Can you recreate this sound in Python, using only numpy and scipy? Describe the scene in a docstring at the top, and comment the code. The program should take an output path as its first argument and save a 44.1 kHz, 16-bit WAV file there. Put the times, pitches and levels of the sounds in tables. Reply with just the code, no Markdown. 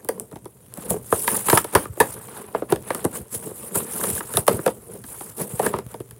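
"""A softly answering room with a carpet: hands peel the card off a plastic toy pack, close to a phone's microphone.
Faint hum and hiss lie behind. Rips are noise: tiny snaps for paper fibres, a rumble for the flexing card,
a scrape for the shell, with decaying sines for small creases. Buckles are jolts of noise through stiff-sheet
responses: crack, knock and hollow thump, each with a brief room wash. Swells of tone add thuds and short pings."""
import sys
import numpy as np
from scipy import signal
from scipy.fft import rfft, irfft, next_fast_len
from scipy.io import wavfile
from scipy.ndimage import uniform_filter1d, minimum_filter1d, map_coordinates

SR = 44100
rng = np.random.default_rng(int(sys.argv[2]) if len(sys.argv) > 2 else 0)


def put_to_file(sound):
    """Save the sound as 16-bit audio at rate SR, in the file named by the first command-line argument."""
    columns = np.atleast_2d(sound).T  # one column per channel
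    safe = np.clip(columns, -1, 1)
    whole_steps = np.round(safe * 32767)
    wavfile.write(sys.argv[1], SR, whole_steps.astype(np.int16))


N = 272979  # length [samples]


def amp(db):
    """Gain of a level in dB."""
    return 10 ** (np.asarray(db) / 20)


def unit(x):
    """x at rms 1."""
    return x / np.sqrt(np.mean(x ** 2) + 1e-20)


def along(points, hz):
    """Values at hz, read between (frequency, value) points on a log axis."""
    f, v = np.transpose(points)
    return np.interp(np.log(hz + 1), np.log(f + 1), v)


def wobble(rate):
    """A smooth random curve with `rate` knots a second."""
    knots = rng.standard_normal(int(N * rate / SR) + 4)
    return map_coordinates(knots, [np.arange(N) * rate / SR])


def filtered(x, response):
    """x times a complex response of frequency, zero-padded so that tails have room."""
    n = x.shape[-1]
    m = next_fast_len(2 * min(n, SR // 4) + n)
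    return irfft(rfft(x, m) * response(np.fft.rfftfreq(m, 1 / SR)), m)[..., :n]


def resonance(f, centre, width):
    """Response of one damped mode, 1 at its centre; all in Hz."""
    return 1j * f * width / (centre ** 2 - f * f + 1j * f * width)


def overlay(rows, start):
    """Sums short events, one a row, from their start samples."""
    where = start + np.arange(rows.shape[1])
    return np.bincount(where.ravel(), rows.ravel(), N + SR)[:N]


def crackle(spectrum, spiky_db, clump_db, clumps):
    """Dense snaps of uneven size that come in clumps, their colour shifting in patches, at rms 1."""
    sizes = amp(spiky_db * rng.exponential(size=N) + clump_db * wobble(clumps))
    z = signal.stft(sizes * rng.standard_normal(N), nperseg=256)[2]
    patches = uniform_filter1d(rng.standard_normal(z.shape), size=7, axis=0)
    patches = uniform_filter1d(patches, size=8, axis=1)
    ragged = signal.istft(z * amp(clump_db * unit(patches)), nperseg=256)[1][:N]
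    return unit(filtered(ragged, lambda hz: amp(along(spectrum, hz))))


# Colour of room hum and microphone noise: (frequency [Hz], relative density [dB per Hz])
AIR = [(95, -6.5), (120, 5), (150, -8.5), (500, -20.5), (5000, -37.5), (10000, -26.5), (16000, -32.5)]


def background():
    """Room hum and microphone noise: faint coloured noise that wavers slowly."""
    return amp(-48) * crackle(AIR, spiky_db=4.0, clump_db=-2.5, clumps=4.46)


def bursts(table, cycles, sag):
    """Short swells of tone, a few cycles wide, whose pitch sags by a share per cycle."""
    s, db, hz = np.transpose(table)[:, :, None]
    t = np.arange(-SR // 20, SR // 20) / SR
    turns = t * hz
    swell = np.exp(-(2 * turns / cycles) ** 2)
    phase = turns - sag * turns ** 2 / 2 + rng.random(s.shape)
    rows = amp(db) * swell * np.sin(2 * np.pi * phase)
    where = ((s + t) * SR).round().astype(int)
    return np.bincount(where.ravel(), rows.ravel(), N)[:N]


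# The whole card snaps into a new bend: (loudest at [s], peak of the swell [dB], pitch there [Hz])
THUDS = [(.93, -20, 170), (1.335, -22, 195), (1.772, -27, 104), (1.904, -24.5, 101), (3.212, -33, 80),
         (3.365, -30, 115), (3.773, -26.5, 150), (4.133, -26.5, 94), (4.361, -23.5, 113), (4.392, -22, 120),
         (4.542, -21, 101), (5.421, -25, 183), (5.54, -21.5, 150)]


def thuds():
    """A sheet jumping to a new bend gives under two cycles of low, sagging tone."""
    return bursts(THUDS, cycles=1.6, sag=0.28)


# Short ringing tones, some of them within a buckle's snap:
# (loudest at [s], peak of the swell [dB], pitch [Hz])
PINGS = [(4.18, -25.5, 1650), (4.36, -29, 1720), (4.372, -10, 3700)]


def pings():
    """Short ringing tones at a steady pitch, each a swell some six cycles wide."""
    return bursts(PINGS, cycles=5.9, sag=0)


CREASES_PER_S, CREASE_HZ, CREASE_Q = 180, 1090, 2.6  # pitches spread around CREASE_HZ
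CREASE_DB = -2.5  # smallest click, over the gain of the shell's scrape


def creases(shell):
    """Small folds click as decaying sines at random moments and pitches, as hard as the shell is pulled."""
    when, size, pitch = rng.random((1200, 3)).T[:, :, None]
    at = np.cumsum(-np.log(1 - when), axis=0) / CREASES_PER_S  # random gaps
    hz = CREASE_HZ * 2 ** (3 * pitch - 1.3)
    t = np.arange(SR // 50) / SR
    start = np.minimum(at * SR, N - 1).astype(int)
    inside = at * SR < N
    gain = inside * shell[start] * amp(CREASE_DB - 2.9 * np.log(1 - size))
    ring = np.exp(-t * hz / CREASE_Q * np.pi) * np.sin(2 * np.pi * hz * t)
    return overlay(gain * ring, start)


# Each rip of the card, levels before the jerks:
# (full strength at [s], build-up [s], hold [s], fibres [dB], card [dB], shell [dB])
RIPS = [(0.097, 0.17, 0.11, -55, -39.5, -57), (0.796, 0.093, 0.1, -42.5, -40, -45),
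        (0.9, 0.015, 0.0091, -25.5, -24.5, -42), (1.143, 0.11, 0.12, -27, -43, -45),
        (1.27, 0.039, .12, -24.5, -32.5, -35.5), (1.482, 0.068, 0.095, -21, -42.5, -29.5),
        (1.752, 0.15, 0.077, -35.5, -48, -40), (2.019, 0.11, 0.12, -36, -42.5, -44.5),
        (2.229, 0.11, 0.036, -41.5, -50.5, -63), (2.376, 0.36, 0.031, -42.5, -44.5, -41.5),
        (2.597, 0.39, .01, -45, -40.5, -45), (2.701, 0.021, 0.019, -40.5, -35, -37),
        (2.886, 0.1, 0.14, -39, -40.5, -42), (3.15, 0.052, 0.017, -30.5, -35, -37.5),
        (3.344, 0.041, 0.0084, -27, -36, -40), (3.428, 0.024, 0.067, -37, -40, -48.5),
        (3.564, 0.062, 0.12, -39, -41, -49.5), (3.756, 0.021, 0.012, -19.5, -24.5, -29.5),
        (4.048, 0.35, 0.017, -24, -28, -35), (4.089, .03, 0.091, -27.5, -34.5, -41),
        (4.238, 0.04, 0.11, -44, -60, -50), (4.372, 0.17, 0.0079, -28, -38.5, -37),
        (4.483, 0.021, 0.052, -29.5, -27.5, -35), (4.6, 0.036, 0.11, -41, -41, -47.5),
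        (4.94, 0.46, 0.034, -44.5, -43, -54), (5.076, .07, 0.22, -38.5, -49.5, -51.5),
        (5.401, 0.049, 0.011, -25.5, -26.5, -34.5), (5.5, .03, 0.058, -36.5, -36.5, -48.5),
        (5.64, 0.08, 0.019, -25, -24.5, -29), (5.737, 0.024, 0.025, -44.5, -30, -37),
        (5.895, 0.034, 0.029, -44, -46.5, -50)]
# After a rip lets go: (fibres [dB/s], card [dB/s], shell [dB/s])
FADE_DB_PER_S = [280, 228, 298]
# Rustle in hands that only hold the pack: (fibres [dB], card [dB], shell [dB])
RUSTLE_DB = [-59, -57, -71]
BUILD_DB = 20  # a rip climbs this far during its build-up


def pull():
    """Gains of fibres, card and shell: every rip builds up, holds and fades over a faint rustle."""
    s, build, hold, *levels = np.transpose(RIPS)[:, :, None]
    late = np.arange(0, N / SR + .01, .002) - s  # time after full strength
    rising = BUILD_DB * np.minimum(late, 0) / np.maximum(build, .005)
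    past = np.maximum(late - np.abs(hold), 0)
    gains = []
    for db, fade, rest in zip(levels, FADE_DB_PER_S, RUSTLE_DB):
        power = np.sum(amp(db + rising - fade * past) ** 2, axis=0) + amp(rest) ** 2
        gains.append(np.interp(np.arange(N) / SR, late[0] + s[0], np.sqrt(power)))
    return gains


# Snapping fibres, lifted near 10 kHz by the microphone port: (frequency [Hz], relative density [dB per Hz])
FIBRE = [(1200, -28), (3000, -15.5), (4500, -18.5), (6000, -15), (8520, -0.5), (9940, 4.5), (12800, -5),
         (14900, -4.5), (16000, -11)]


def tear(gain, jerk):
    """Paper fibres break one after another: a bright hiss of tiny snaps."""
    return gain * amp(0.53 * jerk) * crackle(FIBRE, spiky_db=2.6, clump_db=2.6, clumps=170)


# The flexing card: (frequency [Hz], relative density [dB per Hz])
CARD = [(30, -36), (113, -7), (208, 5.5), (276, -8.5), (442, 4.5), (727, -14), (1170, -19), (1980, -120)]
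CARD_LAG_S = 0.009  # the card answers a rip a little after the fibres


def flex(gain, jerk):
    """The broad card bends and rumbles low."""
    lagging = np.roll(gain, round(CARD_LAG_S * SR))
    return lagging * amp(1.0 * jerk) * crackle(CARD, spiky_db=0.6, clump_db=2.5, clumps=35)


# The plastic shell: (frequency [Hz], relative density [dB per Hz])
SHELL = [(350, -6.5), (700, -7.5), (950, -2.5), (1760, -11), (2040, -14), (3440, -19.5), (5000, -25),
         (6500, -33), (11000, -120)]


def scrape(gain, jerk):
    """The plastic shell rubs in a rough midrange scrape."""
    return gain * amp(1.5 * jerk) * crackle(SHELL, spiky_db=2.5, clump_db=2.5, clumps=150)


def handling():
    """The pull tears fibres, flexes the card, and scrapes and creases the shell."""
    fibres, card, shell = pull()
    jerk = wobble(60)  # the tear advances in small jerks that shake card and shell too
    return tear(fibres, jerk) + flex(card, jerk) + scrape(shell, jerk) + creases(shell)


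# Reverberation of the soft room: (frequency [Hz], time to fall 60 dB [s])
ROOM = [(150, 0.33), (1000, 0.11), (14000, 0.16)]


def room(rows, noise):
    """The room answers each pop with a diffuse wash of its colour; each frequency dies at its own speed."""
    frames = dict(fs=SR, nperseg=384, noverlap=288)
    hz, t, z = signal.stft(noise, **frames)
    energy = np.sum(np.abs(signal.stft(rows, **frames)[2]) ** 2, axis=2, keepdims=True)
    dying = amp(-60 * t / along(ROOM, hz)[:, None]) * (t > .008)
    level = np.sqrt(energy / np.sum(dying ** 2, axis=1, keepdims=True))
    wash = z / np.sqrt(np.mean(np.abs(z) ** 2)) * dying * level
    return signal.istft(wash, **frames)[1][:, :rows.shape[1]]


def bending(f):
    """Bending waves travel at a speed that grows as the root of frequency: high notes arrive first."""
    return np.exp(-2j * np.pi * 0.1321 * np.sqrt(f))


def thump(jolt, thump_hz):
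    """A hollow resonance, 170 Hz wide; the broad card follows, its lowest notes last."""
    def response(f):
        card = 0.22 * amp(along(CARD, f)) * np.exp(-2j * np.pi * 0.603 * np.log(1 + f))
        hollow = resonance(f, thump_hz, 170) + card
        return bending(f) * hollow / (1 + (f / 900) ** 2)
    return filtered(jolt, response)


SHELL_MODES_HZ = [950, 1216, 1687]  # facet resonances of the shell: (pitch [Hz])
MODE_WIDTH, MODE_SCATTER_DB = 0.12, 5  # width over pitch; each knock stirs the modes unevenly
BRITTLE_DB = 0.4172  # tilt per octave of the knock, for each dB of crack over knock


def knock(jolt, knock_db, crack_db):
    """The shell's facets ring; a sharp crack brightens the knock, a soft fold dulls it."""
    stirred = amp(MODE_SCATTER_DB * rng.standard_normal((len(jolt), len(SHELL_MODES_HZ))))
    tilt_db = BRITTLE_DB * np.clip(crack_db - knock_db + 16.5, -25, 25)

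    def response(f):
        facet = 0.57 + sum(g[:, None] * resonance(f, c, MODE_WIDTH * c)
                           for c, g in zip(SHELL_MODES_HZ, stirred.T))
        colour = amp(along(SHELL, f) + tilt_db * np.log2(1 + f / 1000))
        return bending(f) * colour * facet
    return filtered(jolt, response)


def crack(jolt):
    """The crack has the bright colour of snapping fibres and no bending delay."""
    return filtered(jolt, lambda f: amp(along(FIBRE, f)))


# Buckles of card and shell, levels as peaks of each part:
# (start [s], knock [dB], thump [dB], crack [dB], thump pitch [Hz])
POPS = [(.047, -49, -34.5, -22, 370), (.088, -18, -12.5, -9.5, 486), (0.176, -40.5, -32, -47, 437),
        (.198, -56, -30, -12, 475), (.313, -40, -33, -34.5, 450), (0.325, -51, -26.5, -33, 205),
        (0.357, -34, -26, -32.5, 378), (0.455, -34.5, -27, -29, 430), (0.739, -54.5, -45, -18, 167),
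        (.774, -55, -26, -23.5, 220), (.905, -35, -16, -4, 440), (.937, -49, -18, -34, 480),
        (.961, -51, -23, -35, 437), (1.124, -6.5, -7.5, -44, 450), (1.276, -8.5, -45, -13, 720),
        (1.351, -20, -35, -19.5, 634), (1.483, -7, -15.5, -21, 520), (1.498, -8, -23, -6.5, 570),
        (1.527, -5.5, -1.5, -11, 437), (1.572, -3, -17, -8.5, 510), (1.643, -21.5, -20, -16, 460),
        (1.736, -39, -20.5, -17.5, 505), (1.75, 3.5, -1, -2, 516), (1.853, -21, -28, -35, 400),
        (1.972, -46.5, -23.5, -29, 385), (2.001, 4, -3, 1, 467), (2.546, -11.5, -12, -38, 450),
        (2.619, -32, -12.5, -42.5, 410), (2.721, -13.5, -2.5, -13, 382), (2.759, -27, -24, -21.5, 509),
        (2.903, -10.5, -13, -28, 495), (2.947, -21, -23.5, -14, 337), (3.043, -27.5, -14.5, -17, 570),
        (3.049, -26, -6, -10.5, 427), (3.469, -41.5, -26, -33, 342), (3.508, -43, -25, -48, 410),
        (4.036, -18.5, -21.5, -13, 500), (4.101, -30.5, -23, -10.5, 169), (4.205, -17, -27.5, -29.5, 384),
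        (4.337, -23.5, -22.5, -15, 454), (4.37, -11, -12.5, 0.5, 626), (4.467, -30, -38, -14, 500),
        (4.478, -4.5, 0.5, -3, 490), (4.589, -20.5, -17.5, -35, 364), (4.661, -15, -6, -12.5, 500),
        (4.676, -17, -10.5, -18, 493), (5.039, -33.5, -35, -29, 237), (5.207, -31, -26, -32, 386),
        (5.593, -22.5, -7, -18.5, 670), (5.661, -10.5, -10.5, -14.5, 430), (5.737, -11, -14, -35, 383),
        (5.786, -22, -24, -25, 450), (5.941, -31.5, -23.5, -31, 567), (6.001, -29.5, -21.5, -29, 386),
        (6.109, -36.5, -51, -25, 188)]


def pops():
    """A buckle cracks, then its bending wave arrives: high notes first, the low thump last."""
    s, knock_db, thump_db, crack_db, thump_hz = np.transpose(POPS)[:, :, None]
    t = np.arange(SR // 3) / SR
    noise = rng.standard_normal((len(POPS), 4, len(t)))
    slips = rng.standard_normal((len(POPS), len(t) // 70))
    broken = amp(3.5 * np.repeat(slips, 70, axis=1))  # a buckle lets go in uneven slips

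    def jolt(k, t60, rise=0.00065):
        return noise[:, k] * broken * amp(-60 * t / t60) * (1 - np.exp(-t / rise))

    crack_s = np.clip(0.021 * amp(0.32 * knock_db), .003, .03)  # a small buckle cracks in one short tick
    knock_s = 0.028 * amp(0.15 * knock_db)
    parts = [(thump(jolt(0, 0.037), thump_hz), thump_db),
             (knock(jolt(1, knock_s), knock_db, crack_db), knock_db),
             (crack(jolt(2, crack_s, rise=0.2 * crack_s)), crack_db)]
    rows = sum(amp(db) * p / np.abs(p).max(axis=1, keepdims=True) for p, db in parts)
    rows = rows + amp(-11.5) * room(rows, noise[:, 3])
    return overlay(rows, (s * SR).round().astype(int))


def scene():
    """The pack in the hands, close by, over a quiet background."""
    return (background() + thuds() + pings() + handling() + pops())[None]


TOP_HZ = 15900  # the phone's band limit


def record(dry):
    """The phone cuts deep bass, turns its gain down for the highest peaks and keeps nothing above TOP_HZ."""
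    bass_cut = signal.sosfilt(signal.butter(6, 56, "highpass", fs=SR, output="sos"), dry)
    needed = np.minimum(1, .94 / (np.abs(bass_cut) + 1e-9))
    gain = uniform_filter1d(minimum_filter1d(needed, size=90), size=45)  # a limiter that looks 1 ms ahead
    return filtered(gain * bass_cut, lambda hz: hz < TOP_HZ)


dry = scene()
out = record(dry)
put_to_file(out)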